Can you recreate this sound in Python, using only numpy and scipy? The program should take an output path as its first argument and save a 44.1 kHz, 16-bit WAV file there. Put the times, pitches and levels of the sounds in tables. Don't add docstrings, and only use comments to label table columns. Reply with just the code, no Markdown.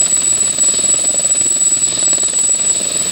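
import sys
import numpy as np
from scipy import signal
from scipy.fft import rfft, irfft, next_fast_len
from scipy.io import wavfile
from scipy.ndimage import uniform_filter1d

SR = 44100
rng = np.random.default_rng(int(sys.argv[2]) if len(sys.argv) > 2 else 0)


def generate_wav(signal):
    frames = np.transpose(np.atleast_2d(signal))
    scaled = np.clip(frames, -1, 1) * 32767
    pcm = np.round(scaled).astype(np.int16)
    wavfile.write(sys.argv[1], SR, pcm)


N = 137151
TIME = np.arange(N) / SR
BLADE_HZ, FIRST_PASS_S = 19.4, .013
BLADE_TIMES = FIRST_PASS_S + np.arange(int(N / SR * BLADE_HZ) + 1) / BLADE_HZ


# time in seconds, pitch in Hz.
WHISTLE_PITCH = [(0, 7863), (1.0, 7858), (1.7, 7848), (2.45, 7839), (3.11, 7847)]
def compressor_phase():
    return 2 * np.pi * np.cumsum(curve(WHISTLE_PITCH) + 11 * wander(rate_hz=20)) / SR


# time in seconds, relative level in dB.
WHISTLE_LEVEL = [(0.0, -7.5), (0.03, -14.5), (0.1, -24), (0.12, -17), (0.16, -7), (0.23, -25), (0.27, -9.5),
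                 (0.58, -19), (0.62, -4.5), (0.65, -11), (0.68, -9), (0.73, -19.5), (0.84, -17),
                 (0.89, -11.5), (1.05, -16.5), (1.09, -10.5), (1.12, -22.5), (1.19, -13), (1.21, -33),
                 (1.26, -7.5), (1.3, -25.5), (1.32, -3), (1.32, 3), (1.34, -28), (1.37, -15), (1.49, -10.5),
                 (1.59, -16), (1.62, -9), (1.64, -24), (1.68, -5), (1.71, -24), (1.73, -5), (1.78, -28),
                 (1.84, -6), (1.92, -22.5), (1.94, -31), (1.96, -19), (1.99, -29), (2.07, -12.5),
                 (2.23, -15), (2.33, -36), (2.35, -19), (2.41, -7.5), (2.43, -20), (2.53, -8.5),
                 (2.61, -17), (2.62, -10), (2.64, -29), (2.7, -9), (2.8, -27), (2.82, -9), (2.91, -34),
                 (2.96, -45), (2.99, -17), (3.09, -56)]
def whistle(phase):
    level_db = curve(WHISTLE_LEVEL)
    note = fluttering_tone(phase, rate_hz=32.2, depth=.39) * undb(level_db - .2)
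    octave = fluttering_tone(2 * phase, rate_hz=32.2, depth=.9) * undb(level_db - 34)
    return note + octave


# frequency in Hz, relative level in dB.
SCATTER_COLOUR = [(7000, -24), (7450, -21.5), (7730, -19), (7850, 8), (8000, -8.5), (8150, -13),
                  (8400, -20), (9000, -38.5)]
def scattered_whistle():
    return noise(SCATTER_COLOUR) * undb(-19 + 2 * wander(14))


# frequency in Hz, relative level in dB.
ECHO_COLOUR = [(7600, -43), (7950, 9), (8100, 1), (8300, -9), (8600, -16), (9000, -19.5), (9500, -34),
               (10300, -65)]
def blade_echoes():
    return noise(ECHO_COLOUR) * blade_swell(delay_s=.021, width_s=.0037) * undb(-26)


# start and end in seconds, first and last delay after
# the blade in milliseconds, ring level in dB, body level in dB, body pitch in Hz, crackle level in dB.
SLAP_RUNS = [(-.05, 0.273, 2.5, -1.5, -23.5, -24, 380, -23.5), (-.05, 0.183, 12.5, 13, -24, -26, 336, -36),
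             (.3, 0.718, -0.5, -1.5, -26, -26.5, 378, -25.5), (0.503, 0.982, 6, 1, -18.5, -16, 340, -23.5),
             (0.937, 1.371, -0.5, -4.5, -14.5, -25, 258, -23),
             (0.485, 0.942, 13.5, 10, -25, -19.5, 229, -28),
             (1.02, 1.363, 11.5, 7.5, -23.5, -25.5, 206, -36), (1.33, 1.606, 10, 7, -34, -18, 288, -44),
             (1.666, 1.86, 5.5, 8, -29, -18.5, 250, -47), (1.9, 2.27, 4.5, 5, -18.5, -18, 360, -21.5),
             (2.26, 2.44, 3.5, 4, -21.5, -24, 360, -21.5), (2.405, 3.144, 8, 5, -21.5, -21, 382, -28),
             (2.568, 3.162, -10, -17, -26, -28, 296, -36), (2.66, 3.096, 19, 13.5, -22, -21, 340, -30)]
# frequency in Hz, gain in dB.
KNOCK_BASS_CUT = [(30, -28.5), (90, -7), (170, -3), (3000, -1.5)]
# frequency in Hz, relative level in dB.
CRACK_COLOUR = [(150, -14), (500, -7), (850, -3), (1300, -1.5), (2500, -6.5), (4200, 3.5), (6000, -12),
                (10000, -43)]
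def blade_slaps():
    knocks, crackle_level = np.zeros(N), np.zeros(N)
    for start, end, first_ms, last_ms, ring_db, body_db, body_hz, crackle_db in SLAP_RUNS:
        for when, chance in zip(BLADE_TIMES, rng.standard_normal((len(BLADE_TIMES), 4))):
            progress = (when - start) / (end - start)
            if 0 < progress < 1:
                centre = when + (first_ms + progress * (last_ms - first_ms)) / 1000
                near = slice(*np.searchsorted(TIME, [centre - 1 / BLADE_HZ, centre + 1 / BLADE_HZ]))
                age = TIME[near] - centre
                size = np.sin(np.pi * progress) ** .28 * undb(2 * chance[0])
                ring = np.sin(2 * np.pi * 590 * (1 + .028 * chance[1]) * age)
                ring *= burst(age, rise_s=.0022, fall_s=.0033)
                body = np.cos(2 * np.pi * body_hz * (1 + .16 * chance[2]) * age)
                body *= burst(age, rise_s=.002, fall_s=.0022)
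                knocks[near] += size * (undb(ring_db) * ring + undb(body_db) * body)
                crackle = burst(age, rise_s=.0008, fall_s=.003)
                crackle_level[near] += size * undb(crackle_db + 2 * chance[3]) * crackle
    return colour(knocks, KNOCK_BASS_CUT) + crackle_level * noise(CRACK_COLOUR)


# time in seconds, relative strength in dB.
HARD_STRIKES = [(0.0613, -7.5), (0.0722, -14), (0.166, -12), (0.2198, -8.5), (0.4813, -11), (0.631, -22),
                (1.0485, -6.5), (1.5654, -12), (2.0274, -15), (2.1314, -22), (2.1821, -11), (2.236, -12.5),
                (2.2844, -18), (2.335, -10), (2.387, -15.5)]
def blade_cracks(fall_s=.0065):
    when, db = np.array(HARD_STRIKES).T
    snaps = clicks(when, undb(db + 3.5))
    fade = signal.lfilter([1], [1, -np.exp(-1 / (fall_s * SR))], snaps)
    tail = .11 * fade * rng.standard_normal(N)
    return colour(3 * (snaps + tail), CRACK_COLOUR)


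# frequency in Hz, relative level in dB.
THUD_COLOUR = [(30, -33.5), (60, -19), (100, -3), (190, -0.5), (350, 2.5), (600, -7), (850, -2),
               (2000, -42)]
def wake_thuds(swirls=24):
    at = np.minimum((BLADE_TIMES * SR).astype(int), N - 1)
    hits = np.zeros(N)
    for _ in range(swirls):
        delay_s = .00899 + .00789 * rng.standard_normal() + .00062 * wander(.84)[at]
        hits += clicks(BLADE_TIMES + delay_s, sizes=wander(2.35)[at])
    return undb(-37) * unit(colour(hits, THUD_COLOUR))


# frequency in Hz, relative level in dB.
SWISH_COLOUR = [(60, -26), (200, -4.5), (600, 3), (850, -11.5), (1200, -2), (2200, -1.5), (4000, 3),
                (6000, -11), (10000, -43)]
def blade_swish():
    swishes = noise(SWISH_COLOUR) * blade_swell(delay_s=.0081, width_s=.0069)
    return swishes * undb(-40 + 2.53 * wander(5.3))


# frequency in Hz, relative level in dB.
THUMP_COLOUR = [(20, -28), (38, -16.5), (60, -16.5), (100, 3.5), (160, 4.5), (260, -24)]
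def blade_thump():
    pulses = clicks(BLADE_TIMES + .009, np.ones(len(BLADE_TIMES)))
    return undb(-53) * unit(colour(pulses, THUMP_COLOUR))


# frequency in Hz, relative level in dB.
ROAR_COLOUR = [(25, -24.5), (60, -8.5), (100, -0.5), (180, 2.5), (380, -5), (650, -3), (880, -16.5),
               (1100, -6.5), (1500, -13), (1800, -6.5), (2100, -10), (2600, -4.5), (3200, -6.5), (4000, -8),
               (5100, -13), (5800, -15.5), (6600, -32.5)]
RASP_COLOUR = [(2500, -16), (3400, -13.5), (3850, 2.5), (4050, -2.5), (4350, -2), (4700, -6.5),
               (5250, -7.5), (5700, -21)]
HISS_COLOUR = [(4500, -17.5), (6000, -13.5), (7000, -3.5), (8800, 1.5), (10000, -9.5), (11600, -19),
               (13000, -15), (14500, -8), (15600, -1), (16000, -27.5)]
# time in seconds, relative level in dB.
ROAR_LEVEL = [(0, -36), (.67, -35), (1.48, -39), (1.8, -37.5), (1.95, -32.5), (2.09, -36.5), (2.31, -39.5),
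              (2.62, -37), (2.92, -35.5), (3.11, -32)]
RASP_LEVEL = [(0, -31.5), (.3, -31.5), (.6, -30.5), (.77, -25.5), (.95, -31), (1.3, -32), (1.55, -33),
              (1.8, -32), (1.97, -26.5), (2.15, -30), (2.52, -34), (2.85, -27), (3.11, -29)]
HISS_LEVEL = [(0, -51), (.7, -52), (2.7, -56.5), (2.78, -51), (3.11, -46)]
def exhaust_and_intake():
    roar = noise(ROAR_COLOUR) * undb(curve(ROAR_LEVEL) + 3 + 1.2 * wander(25))
    rasp = noise(RASP_COLOUR) * undb(curve(RASP_LEVEL) - .5 + wander(17))
    hiss = noise(HISS_COLOUR) * undb(curve(HISS_LEVEL) + 11.5 + .8 * wander(15))
    return roar + rasp + hiss


# multiple of the shaft's turning rate, level in dB.
SHAFT_TONES = [(5, -43.5), (7, -43.5), (8, -52.5), (9, -57), (10, -44), (12, -56), (13, -54), (14, -51),
               (16, -69)]
# pitch in Hz, level in dB.
GEAR_TONES = [(1281, -50), (1705, -55), (2562, -56), (2853, -49.5), (3844, -51.5)]
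def shaft_and_gears(phase, compressor_blades=11):
    tones = [(multiple * phase / compressor_blades, db) for multiple, db in SHAFT_TONES]
    tones += [(2 * np.pi * hz * TIME, db) for hz, db in GEAR_TONES]
    return sum(undb(db) * fluttering_tone(angle, rate_hz=6, depth=.6) for angle, db in tones)


# frequency in Hz, gain in dB.
GROUND_DIPS = [(20, -1), (720, 0), (800, 0), (870, -10), (980, 0), (5300, 0), (5850, -4), (6300, -1),
               (6900, -11), (7500, 1), (16000, 1)]
def ground_bounce(sound):
    return colour(sound, GROUND_DIPS)


def undb(db):
    return 10 ** (np.asarray(db) / 20)


def unit(x):
    return x / np.sqrt(np.mean(x ** 2) + 1e-18)


def curve(rows):
    return uniform_filter1d(np.interp(TIME, *np.array(rows, float).T), size=400)


def colour(x, points):
    hz, db = np.array(points, float).T
    size = next_fast_len(2 * N)
    log_hz = np.log(np.maximum(np.arange(size // 2 + 1) * SR / size, 1))
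    outside = np.maximum(np.log(hz[0]) - log_hz, 0) + np.maximum(log_hz - np.log(hz[-1]), 0)
    gain = undb(np.interp(log_hz, np.log(hz), db) - 80 * outside)
    return irfft(rfft(x, size) * gain, size)[:N]


def noise(points):
    return unit(colour(rng.standard_normal(N), points))


def wander(rate_hz):
    hz = np.arange(N // 2 + 1) * SR / N
    return unit(irfft(rfft(rng.standard_normal(N)) / (1 + (hz / rate_hz) ** 2), N))


def clicks(times, sizes):
    at = np.round(times * SR).astype(int)
    inside = (at >= 0) & (at < N)
    return np.bincount(at[inside], sizes[inside], N)


def burst(age, rise_s, fall_s):
    return np.where(age < 0, np.exp(-(age / rise_s) ** 2), np.exp(-abs(age) / fall_s))


def blade_swell(delay_s, width_s):
    passes = (TIME - FIRST_PASS_S - delay_s) * BLADE_HZ
    from_peak_s = ((passes + .5) % 1 - .5) / BLADE_HZ
    return unit(np.exp(-.5 * (from_peak_s / width_s) ** 2))


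def fluttering_tone(phase, rate_hz, depth):
    shift = np.arange(N // 2 + 1) * SR / N / rate_hz
    spread = (.4 + shift) / (1 + shift ** 2) ** 1.5
    real, imag = (unit(irfft(rfft(rng.standard_normal(N)) * spread, N)) for _ in range(2))
    flutter = 1 + depth * (real + 1j * imag)
    return unit((np.exp(1j * phase) * flutter).real)


def scene():
    rotor = blade_slaps() + wake_thuds() + blade_cracks() + blade_swish() + blade_thump()
    rotor_and_roar = ground_bounce(rotor + exhaust_and_intake())
    phase = compressor_phase()
    turbine = whistle(phase) + scattered_whistle() + blade_echoes() + shaft_and_gears(phase)
    return (turbine + rotor_and_roar)[None]


def record(dry, limit=.38, top_hz=15900):
    level = np.sqrt(np.maximum(uniform_filter1d(dry ** 2, size=220), 0))
    held = dry / (1 + (level / limit) ** 4) ** (1 / 4)
    return signal.sosfilt(signal.ellip(10, .2, 80, top_hz, fs=SR, output="sos"), held)


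dry = scene()
out = record(dry)
generate_wav(out)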